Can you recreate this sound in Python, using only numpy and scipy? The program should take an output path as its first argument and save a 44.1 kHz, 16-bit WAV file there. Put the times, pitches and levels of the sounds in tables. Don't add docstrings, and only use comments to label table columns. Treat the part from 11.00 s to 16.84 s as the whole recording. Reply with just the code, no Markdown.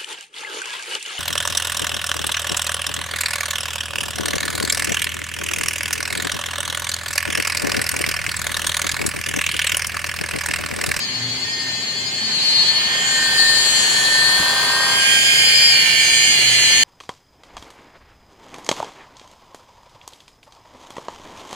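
import sys
import numpy as np
from scipy import signal
from scipy.fft import rfft, irfft, next_fast_len
from scipy.io import wavfile
from scipy.ndimage import uniform_filter1d

SR = 44100
rng = np.random.default_rng(int(sys.argv[2]) if len(sys.argv) > 2 else 0)


def file_out(sig):
    cols = np.atleast_2d(sig).T
    lim = np.clip(cols, -1, 1)
    pcm = np.round(lim * 32767).astype(np.int16)
    wavfile.write(sys.argv[1], SR, pcm)


N = 257347
T = np.arange(N) / SR
BINS_HZ = np.fft.rfftfreq(N, 1 / SR) + 1e-3

# t/s, f/Hz
SPEED = [(0.0, 257.8), (0.08, 256.8), (0.41, 258.7), (0.52, 263.2), (0.76, 258.2), (0.88, 259.8),
         (1.1, 261.8), (1.4, 254.7), (1.74, 255.3), (1.87, 258.9), (2.01, 260.8), (2.39, 259.1),
         (2.71, 258.2), (2.89, 254.9), (3.23, 257.3), (3.7, 262.2), (3.8, 264.3), (4.24, 267.8),
         (4.49, 261.8), (4.68, 264.7), (4.88, 256.8), (5.3, 257.7), (5.59, 252.7), (5.72, 253.4),
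         (5.84, 256.3)]
# t/s, level/dB
GEAR_MESH = [(0.0, -39.5), (0.42, -50), (0.47, -34), (1.15, -44), (1.23, -34), (1.33, -49), (1.93, -29),
             (2.53, -21), (2.65, -32), (3.22, -21), (3.61, -30.5), (3.85, -27), (3.93, -37), (4.13, -26),
             (4.19, -33.5), (5.2, -28.5), (5.35, -37), (5.84, -27)]
# t/s, level/dB, left minus right/dB
FAN = [(0.0, -27, 9.0), (0.05, -29.5, 6), (1.02, -29, 6.5), (1.12, -29.5, 4), (1.61, -16.5, 4.5),
       (2.05, -31, 9), (2.08, -25.5, 19), (2.36, -23.5, 9.5), (2.39, -17.5, 9.5), (3.02, -25, 9.5),
       (3.3, -19.5, 13), (3.41, -24.5, 6.5), (4.14, -26.5, 6.5), (4.68, -15.5, 4.5), (4.88, -23, 2.5),
       (5.61, -21, 1), (5.74, -20.5, 11), (5.84, -22, 2)]
# t/s, level/dB
LOW_WHINE = [(0.0, -58), (1.71, -45.5), (2.24, -31), (2.68, -37), (4.09, -22.5), (5.69, -50.5), (5.84, -48)]
# t/s, level/dB
WHISTLE = [(0.0, -40), (1.92, -33.5), (2.1, -23.5), (2.32, -32), (2.76, -21), (3.69, -35), (4.13, -25),
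           (4.94, -29.5), (5.04, -22.5), (5.32, -20), (5.36, -25.5), (5.84, -18.5)]
# multiple of speed, level behind tool/dB, level beside it/dB
HARMONICS = [(6, -34, -28), (7, -26, -15), (8, -33, -19.5), (9, -47, -12), (10, -26, -40), (11, -44.5, -13),
             (12, -37.5, -12), (13, -34, -15.5), (14, -42, -25.5), (15, -33.5, -42), (16, -27, -29.5),
             (17, -22.5, -22.5), (18, -32.5, -29), (19, -35, -26), (20, -42.5, -37), (22, -39, -40.5),
             (23, -59, -56), (24, -38.5, -24.5), (25, -77, -21), (26, -34, -19), (27, -45, -29),
             (28, -27.5, -20), (29, -81, -40), (30, -51.5, -33), (31, -29, -35), (32, -50, -37.5),
             (33, -46, -21), (34, -37, -67), (35, -41, -34), (36, -33.5, -25.5), (37, -35, -31),
             (38, -45, -55), (40, -46, -30.5), (42, -32, -35.5), (43, -67, -66), (44, -57, -56),
             (45, -64, -66), (46, -44, -35), (47, -59, -54), (48, -74, -51)]
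# f/Hz, width/Hz, gain/dB
HOUSING = [(2330, 50, 4), (3190, 55, 10), (4520, 60, -5), (4840, 35, -5), (5020, 60, 5), (5320, 100, -10)]
# f/Hz, width/Hz, relative level/dB
GEAR_CASE = [(1677, 39, -4.5), (1811, 15, -15.5), (2151, 19, 7), (2426, 193, 0.5), (3050, 240, -1.5)]
# f/Hz, width/Hz, relative level/dB
VENTS = [(1770, 450, 1.5), (2620, 520, -5), (3270, 490, -1.5), (4405, 860, -.5), (5310, 340, -17)]
# f/Hz, width/Hz, relative level/dB
SLOTS = [(5550, 400, -15), (6290, 600, -4), (7200, 660, -5), (8190, 350, -2.5), (9380, 160, -2.5)]
# f/Hz, relative density/(dB per Hz)
SPRAY = [(7000, 8), (9400, -11), (10400, 8), (11300, 0), (11900, 7), (13000, -10), (14200, -2.5),
         (15100, 3), (16000, -4)]
# f/Hz, relative density/(dB per Hz)
PAD_RUB = [(150, -47), (350, -2), (500, -1.5), (620, -0.5), (760, 2), (900, -0.5), (1050, -13),
           (1400, -31.5), (3500, -17)]
# t/s, level/dB
PRESSURE = [(0.0, -40.5), (1.15, -43), (1.64, -34.5), (3.01, -33.5), (3.49, -29), (3.93, -28.5),
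            (4.26, -41), (5.48, -42.5), (5.79, -36.5), (5.84, -43)]
# f/Hz, width/Hz, relative level/dB
BONNET = [(920, 65, 0.5), (945, 370, 0), (1087, 230, 4.5), (1230, 53, 2)]
# t/s, initial decay level/dB, f/Hz, t60/s
RING_AND_THUD = [(1.213, -32, 220.5, 0.81), (3.393, -29, 90, 0.14), (3.398, -22, 170, 0.073),
                 (3.4, -31, 306, 0.2)]
# f/Hz, relative density/(dB per Hz)
RUMBLE = [(28, -29), (45, -20), (65, -8.5), (90, -7), (125, -5.5), (160, 0.5), (200, -5), (245, -1.5),
          (300, -10.5), (375, -5.5), (470, -13)]
# t/s, 1/e half length/s, mains hum rise/dB, imbalance rise/dB
HUM_SWELLS = [(0.268, 0.19, 11, 14), (0.69, .16, 8, 6.5), (5.546, .22, 9, 3)]
# t/s, distance/m, side (0 behind tool, 1 beside), shadow (0 open, 1 deep behind car)
PHONE_PATH = [(0, 3.7, 0.22, 1), (1.15, 2.5, 0, 0.82), (1.45, 1.44, 0.43, 0.28), (1.95, 0.88, 0.37, 0.42),
              (2.4, 1.08, 0.19, 0.09), (2.8, 0.88, 0.36, 0.092), (3.3, 1.13, 0.017, 0),
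              (3.82, .95, 0.21, 0.12), (4.06, 0.55, 0.88, 0.11), (4.6, 0.64, .95, 0.034),
              (5.05, 0.73, 1, 0.023), (5.84, 0.6, 0.84, 0.15)]
RADIATION = {"case": (-47, -23, -37.5, 19, 23, -9.5, -13),
             "commutator": (-27, -22.5, -36.5, 2, -1.5, -7.5, 3),
             "brushes": (-26.5, -32, -49.5, 34, -0.5, 1.5, 18),
             "rattle": (-34, -24.5, -49.5, -3.5, -6.5, -10.5, 3),
             "vents": (-23, -29.5, -33.5, 13, -1, -2, 3), "slots": (-34.5, -36, -36, 10.5, 10, 26, -3),
             "spray": (-32, -33.5, -47.5, 23, 2, 6, 2.5), "rub": (-34, -42.5, -45, 9, -1, 0.5, 1)}

GEAR_RATIO = 62 / 7
FREE_HZ, LOAD_SAG_HZ = 269.9, 15.6
RIPPLE_HZ = 120
SHADE_DB_PER_OCT = 25
OPEN_ECHO, HIDDEN_ECHO = 0.18, 1
RUMBLE_DB, HUM_DB, IMBALANCE_DB = -41, -46.5, -50.5
TOP_HZ = 15900


def motor(turns):
    low = sing(turns, 6, 6, flutter_hz=20, wobble=0.28, ripple=0)
    mesh = sing(turns, 7, 7, flutter_hz=12, wobble=0.2, ripple=0)
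    case = sing(turns, 8, 10, flutter_hz=16, wobble=0.39, ripple=0)
    bars = sing(turns, 11, 14, flutter_hz=14, wobble=0.13, ripple=0.8)
    blades = sing(turns, 15, 21, flutter_hz=30, wobble=0.11, ripple=0)
    whistle = sing(turns, 22, 33, flutter_hz=24, wobble=0.17, ripple=0.5)
    brushes = sing(turns, 34, 48, flutter_hz=32, wobble=0.22, ripple=1.5)
    fan_db, fan_pan_db = curves(FAN)
    tones = place(low, curves(LOW_WHINE)[0] + 0.85, pan_db=-0.5)
    tones += place(mesh, curves(GEAR_MESH)[0] + 3.4, pan_db=-2.1)
    tones += place(blades, fan_db + 3.5, fan_pan_db + 0.2)
    tones += place(whistle, curves(WHISTLE)[0] + 1.47, pan_db=4)
    return tones + heard(case, "case") + heard(bars, "commutator") + heard(brushes, "brushes")


def sing(turns, first, last, flutter_hz, wobble, ripple):
    beside, reflected, shade_db = outlook()
    direct, echo = np.sqrt(1 - reflected), np.sqrt(reflected / 2)
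    speed_hz = curves(SPEED)[0]
    load = np.clip((FREE_HZ - speed_hz) / LOAD_SAG_HZ, 0, 2)
    out = np.zeros((2, N))
    for k, behind_db, beside_db in HARMONICS:
        if not first <= k <= last:
            continue
        angle = 2 * np.pi * ((k * turns + rng.random()) % 1)
        level_db = behind_db + beside * (beside_db - behind_db)
        size = undb(level_db - shade_db * max(np.log2(k / 26), 0))
        size = size * housing(k * speed_hz)
        size = size * (1 + wobble * per_turn(turns / GEAR_RATIO, count=5))
        if k % 12 == 0:
            size = size * (1 + ripple * load * np.cos(2 * np.pi * RIPPLE_HZ * T))
        sine, cosine = size * np.sin(angle), size * np.cos(angle)
        lag_rad = 1.07 * walk(1.177)
        together, apart = direct * np.cos(lag_rad), direct * np.sin(lag_rad)
        for ear, side in enumerate((1, -1)):
            out[ear] += sine * (together + echo * walk(flutter_hz))
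            out[ear] += cosine * (side * apart + echo * walk(flutter_hz))
    return out / np.sqrt(uniform_filter1d(out ** 2, size=5000, axis=1))


def housing(hz):
    return undb(sum(db * np.exp(-((hz - centre) / width) ** 2) for centre, width, db in HOUSING))


def rattle(turns):
    teeth = np.array([per_turn(turns / GEAR_RATIO, count=600) for ear in range(2)])
    loose = noise(0.14) * (1 + 0.087 * np.cos(2 * np.pi * turns))
    chatter = teeth + 1.1 * loose
    return heard(shape(chatter, resonances(GEAR_CASE)), "rattle")


def air(turns):
    chop = 1 + 0.29 * np.cos(2 * np.pi * turns) + 0.36 * np.cos(4 * np.pi * turns)
    spray = shape(noise(0) * chop, colour(SPRAY))
    return (heard(blow(VENTS, chop), "vents") + heard(blow(SLOTS, chop), "slots")
            + heard(spray, "spray"))


def blow(openings, chop):
    shade_db = outlook()[2]
    out = 0
    for hz, width_hz, db in openings:
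        flicker_db = 1.5 * walk(20.63) - shade_db * max(np.log2(hz / 6000), 0)
        band = shape(noise(0.055) * chop, resonances([(hz, width_hz, 0)]))
        out = out + band * np.sqrt(width_hz) * undb(db + flicker_db)
    return unit(out)


def pad(turns):
    growl_db = curves(PRESSURE)[0]
    pressure = undb(growl_db - growl_db.max())
    grip = undb(1.6 * per_turn(turns / GEAR_RATIO, count=7))
    scuffs = per_turn(turns / GEAR_RATIO, count=400)
    rub = shape(noise(1.0) * grip + 0.22 * scuffs, colour(PAD_RUB))
    drive = noise(0.17) * grip * np.sqrt(1 - pressure / 2) + pressure ** 2 * scuffs / 2
    growl = shape(drive, resonances(BONNET))
    shake = pressure * grip * np.sin(2 * np.pi * 4 * turns)
    return heard(rub, "rub") + (growl + 0.71 * shake) * undb(growl_db - 2.5)


def ring_and_thud():
    out = np.zeros(N)
    for s, db, hz, t60_s in RING_AND_THUD:
        age_s = np.maximum(T - s, 0)
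        envelope = undb(db - 60 * age_s / t60_s) * (1 - np.exp(-age_s / 0.0013))
        out += envelope * np.sin(2 * np.pi * hz * age_s)
    return out


def drone(turns):
    hum_db, shaft_db = HUM_DB, IMBALANCE_DB
    for s, half_length_s, hum_rise_db, shaft_rise_db in HUM_SWELLS:
        swell = np.exp(-((T - s) / half_length_s) ** 2)
        hum_db = hum_db + hum_rise_db * swell
        shaft_db = shaft_db + shaft_rise_db * swell
    hum = undb(hum_db + 2.8 * walk(9)) * np.sin(2 * np.pi * RIPPLE_HZ * T + 0.5 * walk(5.0))
    shaft = undb(shaft_db) * np.sin(2 * np.pi * turns + 0.29 * walk(4.6))
    rumble = shape(noise(1.0), colour(RUMBLE)) * undb(RUMBLE_DB)
    return rumble + hum + shaft


def outlook():
    _, beside, hidden = curves(PHONE_PATH)
    beside, hidden = np.clip([beside, hidden], 0, 1)
    reflected = np.clip(OPEN_ECHO + (HIDDEN_ECHO - OPEN_ECHO) * hidden ** 2, 0, 1)
    return beside + hidden ** 2 * (0.5 - beside), reflected, SHADE_DB_PER_OCT * hidden


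def heard(x, part):
    behind_db, beside_db, room_db, shadow_db, behind_pan_db, beside_pan_db, room_pan_db = RADIATION[part]
    metres, beside, hidden = curves(PHONE_PATH)
    direct = undb(behind_db + beside * (beside_db - behind_db) - hidden * shadow_db) / metres
    power = direct ** 2 + undb(room_db) ** 2
    direct_pan_db = behind_pan_db + beside * (beside_pan_db - behind_pan_db)
    pan_db = room_pan_db + direct ** 2 / power * (direct_pan_db - room_pan_db)
    return place(x, 10 * np.log10(power), pan_db)


def place(x, db, pan_db):
    sides = undb(np.array([[1], [-1]]) * pan_db / 2)
    return x * undb(db) * sides / np.sqrt(np.mean(sides ** 2, axis=0))


def per_turn(turns, count):
    return unit(np.interp(turns % 1, np.arange(count) / count, rng.standard_normal(count), period=1))


def walk(rate_hz):
    steps = signal.resample_poly(rng.standard_normal(1024), up=8, down=1)
    return np.interp(T * rate_hz, np.arange(len(steps)) / 8 - 8, steps)


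def noise(likeness):
    mid, side = rng.standard_normal((2, N))
    c = np.clip(likeness, 0, 0.9)
    return unit(np.sqrt(1 + c) * mid + np.sqrt(1 - c) * side * np.array([[1], [-1]]))


def colour(points):
    hz, db = np.transpose(points)
    beyond = np.minimum(BINS_HZ / hz[0], 1) * np.minimum(hz[-1] / BINS_HZ, 1)
    return undb(np.interp(np.log(BINS_HZ), np.log(hz), db)) * beyond ** 2


def resonances(modes):
    power = 0
    for hz, width_hz, db in modes:
        peak = undb(db) / (1 + ((BINS_HZ - hz) / width_hz) ** 2 * 2)
        power = power + peak ** 2
    return np.sqrt(power)


def shape(x, gain):
    size = next_fast_len(N)
    gain = np.interp(np.fft.rfftfreq(size, 1 / SR), BINS_HZ, gain)
    return unit(irfft(rfft(x, size) * gain, size)[..., :N])


def curves(table):
    s, *columns = np.transpose(table)
    return [np.interp(T, s, c) for c in columns]


def undb(db):
    return 10 ** (np.asarray(db) / 20)


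def unit(x):
    return x / np.sqrt(np.mean(x ** 2))


def scene():
    tremble_hz = 0.28 * walk(140)
    turns = np.cumsum(curves(SPEED)[0] + tremble_hz) / SR
    return motor(turns) + rattle(turns) + air(turns) + pad(turns) + ring_and_thud() + drone(turns)


def record(dry):
    rounded = dry / (1 + (dry / 0.92) ** 8) ** (1 / 8)
    return signal.sosfilt(signal.ellip(12, 0.1, 90, TOP_HZ, fs=SR, output="sos"), rounded)


dry = scene()
out = record(dry)
file_out(out)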